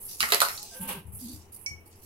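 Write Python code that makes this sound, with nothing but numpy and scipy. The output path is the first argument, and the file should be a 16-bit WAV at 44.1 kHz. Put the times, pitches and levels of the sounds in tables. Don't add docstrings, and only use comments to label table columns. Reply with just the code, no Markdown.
import sys
import numpy as np
from scipy import signal
from scipy.fft import rfft, irfft, next_fast_len
from scipy.io import wavfile
from scipy.ndimage import uniform_filter1d, map_coordinates

SR = 44100
rng = np.random.default_rng(int(sys.argv[2]) if len(sys.argv) > 2 else 0)


def pcm_store(signal):
    levels = np.round(np.clip(np.atleast_2d(signal), -1, 1) * 32767)
    wavfile.write(sys.argv[1], SR, levels.astype(np.int16).T)


N = 90404

# frequency in Hz, level in dB.
MURMUR_TONE = [(20, 2.5), (40, -18.5), (85, 4.5), (150, -11), (200, -6.5), (270, -10.5), (400, -5.5),
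               (600, -17.5), (850, -11.5), (1500, -24.5), (3000, -22.5), (6000, -119)]
AIR_TONE = [(3000, -7.5), (4500, -13.5), (7000, -14), (10000, -5.5)]
# start and length in seconds, then rasp level, hiss level and pan in dB.
SCRAPE_STROKES = [(0, 0.067, -62, -39.5, -2.5), (0.078, 0.061, -45.5, -40.5, -2.5),
                  (0.184, 0.077, -39.5, -38, -6.5), (0.474, 0.1, -46, -45.5, -9),
                  (0.571, 0.057, -45.5, -64, -4), (0.638, 0.11, -48, -60.5, -15),
                  (0.735, 0.047, -68, -43.5, -3), (0.795, 0.042, -75, -36.5, -3),
                  (0.871, 0.028, -48.5, -31, -3.5), (1.06, 0.013, -88.5, -52, -2.5),
                  (1.118, 0.056, -94, -42, -4), (1.185, 0.056, -50.5, -44.5, -6),
                  (1.246, 0.11, -51, -49.5, -7.5), (1.4, 0.023, -56.5, -91, -7),
                  (1.517, 0.026, -59, -43, -4.5), (1.59, 0.025, -84.5, -54, -11),
                  (1.612, .015, -89, -52.5, -13), (1.784, 0.02, -87, -65.5, 7),
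                  (1.852, 0.012, -64.5, -52.5, -3), (1.904, 0.028, -58.5, -71, 0),
                  (1.95, .05, -69, -60, -3), (2.013, .04, -59, -53, -6)]
# frequency in Hz, level in dB.
RASP_TONE = [(100, -47), (1500, -20), (3300, -7), (4300, 0), (5600, 2.5), (7000, 0), (9000, -1.5),
             (16000, -76)]
HISS_TONE = [(100, -5.5), (4000, -28.5), (6800, -19), (8500, -3), (11200, 5), (13000, -2), (15500, -8.5)]
# start in seconds, level in dB, six band levels in dB,
# fade time of the crack in seconds, pan in dB.
KNOCK_HITS = [(0.2053, -12, -30, -18, 0, -7, -1, -1.5, 0.0076, -5.5),
              (0.2287, -14.5, -9.5, 4.5, 6, 7, -3, -6.5, 0.0063, -6.5),
              (.2880, -26.5, -18, -16, 4.5, -7, -6, -0.5, 0.021, -8.5),
              (.303, -30.5, -6, 0, 7, 0, 2, 5, 0.031, -4),
              (0.3216, -10, 4, 8, -1, -2.5, -1, -3.5, 0.018, -6),
              (0.3353, -18, 6.5, -7.5, -14.5, 10, 9.5, -12, 0.011, -6.5),
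              (.3460, -10.5, -10, -10.5, -12.5, -9.5, -8.5, -4, 0.0075, -20.5),
              (.4040, -19.5, -16.5, -1.5, 5.5, 2.5, 5, 7.5, 0.011, -7),
              (.4130, -26.5, 0, 9.5, -2.5, -2.5, 1, -7, 0.026, -5),
              (0.4172, -10, -10.5, 9, 7.5, -11.5, -6, -2.5, 0.018, -9.5),
              (0.4344, -27, -1, 6.5, 16, -6.5, 3, -14.5, 0.0057, -18),
              (.45, -31, -18, 5.5, -1, 5, 10, 1.5, 0.021, 0.5),
              (0.486, -29, -8.5, 3, 8.5, 3.5, 7, 0.5, 0.013, -6),
              (.577, -33.5, -23, -17, -20, -15, 6.5, -11, 0.017, -7),
              (0.6298, -29, -11, -1.5, -24, -22, -6, 2.5, 0.0052, -13)]
BAND_CENTRES_HZ = [420, 750, 1250, 1950, 4200, 11000]
# frequency in Hz, level in dB.
BASS_CUT = [(60, -43), (200, -6.5)]
# frequency in Hz, level in dB.
CRACK_TONE = [(60, 4), (310, -11), (420, 4.5), (680, 2.5), (900, -7), (1200, 8), (1450, 6.5), (1650, 3),
              (2000, 7.5), (2900, 5), (3400, -1), (4200, 6.5), (5600, 2), (8200, 0.5), (11500, 5),
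              (13000, 0.5), (15500, -7.5)]
# pitch in Hz, level in dB, fade time in seconds.
BOWL_MODES = [(423, 4, .15), (605, -2, .12), (700, 0, .14), (868, -1, .18), (995, -2, .18), (1104, 1, .16),
              (1242, 1, .16), (1383, -1, .17), (1480, -7, .13), (1893, 3, .15), (1972, 3, .16),
              (2060, -1, .14), (2980, -5, .14), (4018, 3, .13), (4183, 2, .13), (4740, 1, .14),
              (7200, 0, .1)]
# start and length in seconds, pitch in Hz, level in dB.
HUM_NOTES = [(0.215, 0.0062, 215, -38), (0.574, 0.075, 835, -54), (0.708, 0.27, 1572, -53.5),
             (0.711, 0.0091, 683, -47), (0.749, 0.0066, 530, -41), (0.793, 0.025, 190, -31.5),
             (0.814, 0.027, 908, -39.5), (0.818, 0.048, 245, -45.5), (0.839, 0.011, 500, -43),
             (0.871, 0.021, 196, -36), (0.939, 0.0099, 389, -38), (0.943, 0.037, 182, -38.5),
             (1.209, 0.056, 244, -36.5), (1.279, 0.041, 250, -43), (1.251, 0.12, 312, -51.5)]
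# start in seconds, level in dB.
TABLE_BUMPS = [(0.219, -47.5), (0.536, -48), (0.802, -43.5), (0.931, -46.5), (1.051, -39), (1.078, -36),
               (1.134, -35.5), (1.241, -42.5), (1.335, -39.5), (1.709, -38.5)]
# pitch in Hz, level in dB, fade time in seconds.
TABLE_MODES = [(81, -4, 0.37), (97.4, 0.5, 0.17), (127.4, -10.5, 0.18), (190, -19, 0.56)]
# start and length in seconds, level in dB.
SCOOP_STROKES = [(0.729, 0.047, -53.5), (0.805, 0.083, -49), (0.879, 0.034, -36), (0.929, 0.056, -53)]
# frequency in Hz, level in dB.
SCOOP_TONE = [(100, -3), (300, -3.5), (400, -10), (520, 3.5), (680, -8.5), (900, 5.5), (1300, -3),
              (2000, -5.5), (2800, 1.5), (3800, -8), (6000, -18.5), (16000, -48)]
# start in seconds, level in dB.
GLASS_TAPS = [(1.6618, -40.5)]
# frequency in Hz, level in dB.
TICK_TONE = [(200, -32), (2000, -34), (3500, -31), (4050, -5), (4900, 1), (5500, 15), (6200, 2.5),
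             (7000, -0.5), (7600, -15.5), (8500, 2.5), (9800, -22), (11500, -9), (14000, -24.5)]
# pitch in Hz, level in dB, fade time in seconds.
GLASS_MODES = [(2236, 3.5, .32), (2251, -2, .27), (3040, -17, .12), (4350, -16, .12), (5470, -5, .18),
               (6153, -12, .16), (7160, -14, .15), (8520, -10, .15), (12100, -17, .12)]
# frequency in Hz, fade time in seconds.
ECHO_FADES = [(200, 0.44), (1200, 0.31), (4000, 0.24), (10000, 0.28), (16000, 0.44)]
# frequency in Hz, likeness from 0 (unrelated) to 1 (same).
STEREO_LIKENESS = [(80, 0.96), (300, 0.81), (700, 0.47), (1500, 0.04), (5000, 0.017)]

STROKE_RISE_S = 0.012


def amp(db):
    return 10 ** (np.asarray(db) / 20)


def unit(x):
    return x / np.sqrt(np.mean(x ** 2) + 1e-20)


def along(points, hz):
    freqs, values = np.transpose(points)
    return np.interp(np.log(hz + 1), np.log(freqs + 1), values)


def clock():
    return np.arange(N) / SR


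def wobble(per_second):
    return map_coordinates(rng.standard_normal(N // 8), [clock() * per_second], mode="wrap")


def filtered(x, response):
    n = x.shape[-1]
    size = next_fast_len(n + 8192)
    return irfft(rfft(x, size) * response(np.fft.rfftfreq(size, 1 / SR)), size)[..., :n]


def coloured(x, curve, size=2048):
    cepstrum = irfft(curve(np.fft.rfftfreq(size, 1 / SR)) * np.log(10) / 20)
    cepstrum[1:size // 2] *= 2
    cepstrum[size // 2 + 1:] = 0
    return signal.fftconvolve(x, irfft(np.exp(rfft(cepstrum))))[:len(x)]


def spread(pair):
    turn = lambda hz: np.arccos(np.clip(along(STEREO_LIKENESS, hz), -1, 1)) / 2
    mid, side = filtered(pair, lambda hz: np.array([np.cos(turn(hz)), np.sin(turn(hz))]))
    return np.array([mid + side, mid - side])


def noise(tone):
    white = spread(rng.standard_normal((2, N)))
    return unit(filtered(white, lambda hz: amp(along(tone, hz))))


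def pan(db):
    return amp(np.array([[db], [-db]]) / 2)


def fade(t, t60):
    return 1e-3 ** (t / t60)


def swell(start, length, rise_s, t60):
    t = np.maximum(clock() - start, 0)
    return (1 - np.exp(-t / rise_s)) * fade(np.maximum(t - length, 0), t60)


def ring(modes, t):
    return sum(amp(db + rng.normal(0, 1)) * fade(t, t60) * np.sin(2 * np.pi * hz * t)
               for hz, db, t60 in modes)


def add(out, start, x):
    part = out[:, round(start * SR):][:, :x.shape[-1]]
    part += x[..., :part.shape[1]]


def room_tone():
    return amp(-56) * noise(MURMUR_TONE) * pan(db=0.5) + amp(-67.5) * noise(AIR_TONE)


def sliding_contact(x, depth_db=3, width_hz=350, life_s=0.07):
    hz, t, spectrum = signal.stft(x, SR, nperseg=512)
    patches = uniform_filter1d(rng.standard_normal(spectrum.shape[1:]), round(width_hz / hz[1]), axis=0)
    patches = uniform_filter1d(patches, round(life_s / t[1]), axis=1)
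    spectrum = spectrum * amp(depth_db * unit(patches))
    return unit(signal.istft(spectrum, SR, nperseg=512)[1][:, :N])


def scrapes(grit_db=1.5):
    rasp_power, hiss_power = 0, 0
    for start, length, rasp_db, hiss_db, pan_db in SCRAPE_STROKES:
        stroke = swell(start, length, STROKE_RISE_S, t60=0.27)
        rasp_power += (amp(rasp_db) * stroke) ** 2
        hiss_power += (amp(hiss_db) * stroke * pan(pan_db)) ** 2
    grains = unit(amp(grit_db * wobble(per_second=220)))
    rasp = np.sqrt(rasp_power) * sliding_contact(noise(RASP_TONE))
    hiss = np.sqrt(hiss_power) * sliding_contact(noise(HISS_TONE))
    return grains * (rasp + hiss)


def in_room(x, echo_db, pan_db, early_db=2, build_s=0.0038, left_lag_s=0.00026):
    hz, t, spectrum = signal.stft(spread(rng.standard_normal((2, SR // 2))), SR, nperseg=256)
    early = amp(early_db) * fade(t, t60=0.042)
    late = fade(t, along(ECHO_FADES, hz)[:, None])
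    tail = signal.istft(spectrum * (late + early), SR, nperseg=256)[1]
    tail *= 1 - np.exp(-(np.arange(tail.shape[1]) / SR / build_s) ** 2)
    echo = signal.fftconvolve(x[None], tail / np.linalg.norm(tail[0]), axes=1)[:, :len(x)]
    left, right = x * pan(pan_db) + amp(echo_db) * echo
    late_left = np.pad(left, (round(left_lag_s * SR), 0))[:len(x)]
    return np.array([late_left, right])


def knocks(click_db=3.5, ring_db=-26.5):
    out, t = np.zeros((2, N)), np.arange(SR * 2 // 3) / SR
    for start, db, *bands_db, t60, pan_db in KNOCK_HITS:
        spot_tone = lambda hz: along([*BASS_CUT, *zip(BAND_CENTRES_HZ, bands_db)], hz)
        click = amp(click_db) * (t == 0)
        burst = rng.choice([-1, 1], len(t)) * fade(t, t60)
        crack = coloured(click + burst, lambda hz: along(CRACK_TONE, hz) + spot_tone(hz))
        ringing = amp(ring_db) * coloured(ring(BOWL_MODES, t), spot_tone)
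        add(out, start, amp(db) * in_room(crack, echo_db=2, pan_db=pan_db))
        add(out, start, amp(db) * in_room(ringing, echo_db=-8, pan_db=pan_db / 2))
    return out


def bowl_hums(waver_radians=1.2):
    out = np.zeros(N)
    for start, length, hz, db in HUM_NOTES:
        phase = 2 * np.pi * hz * clock() + waver_radians * wobble(per_second=55)
        out += amp(db) * swell(start, length, rise_s=0.02, t60=0.17) * np.sin(phase)
    return out


def table_thuds(rise_s=0.0071):
    out, t = np.zeros((2, N)), np.arange(SR // 2) / SR
    for start, db in TABLE_BUMPS:
        add(out, start, amp(db) * ring(TABLE_MODES, t) * (1 - np.exp(-t / rise_s)))
    return out * pan(db=9.5)


def scoops():
    digging = sum(amp(db) * swell(start, length, STROKE_RISE_S, t60=0.21)
                  for start, length, db in SCOOP_STROKES)
    return digging * noise(SCOOP_TONE)


def glass_clink(tick_db=21, rise_s=0.0004, sway_hz=6, pitch_bend=0.012, pan_db=-4):
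    out, t = np.zeros((2, N)), np.arange(SR // 2) / SR
    sway = 2 * np.pi * sway_hz
    bent_time = t + pitch_bend * np.sin(sway * t) / sway
    for start, db in GLASS_TAPS:
        burst = rng.choice([-1, 1], len(t)) * fade(t, t60=0.0076)
        tick = amp(tick_db) * coloured(burst, lambda hz: along(TICK_TONE, hz))
        ringing = ring(GLASS_MODES, bent_time) * (1 - np.exp(-t / rise_s))
        add(out, start, amp(db) * in_room(tick, echo_db=1, pan_db=pan_db))
        add(out, start, amp(db) * in_room(ringing, echo_db=0.5, pan_db=pan_db))
    return out


def scene():
    spoon_and_bowl = knocks() + scrapes() + bowl_hums() + scoops()
    return spoon_and_bowl + table_thuds() + glass_clink() + room_tone()


def record(dry):
    return filtered(dry, lambda hz: hz < 15800)


dry = scene()
out = record(dry)
pcm_store(out)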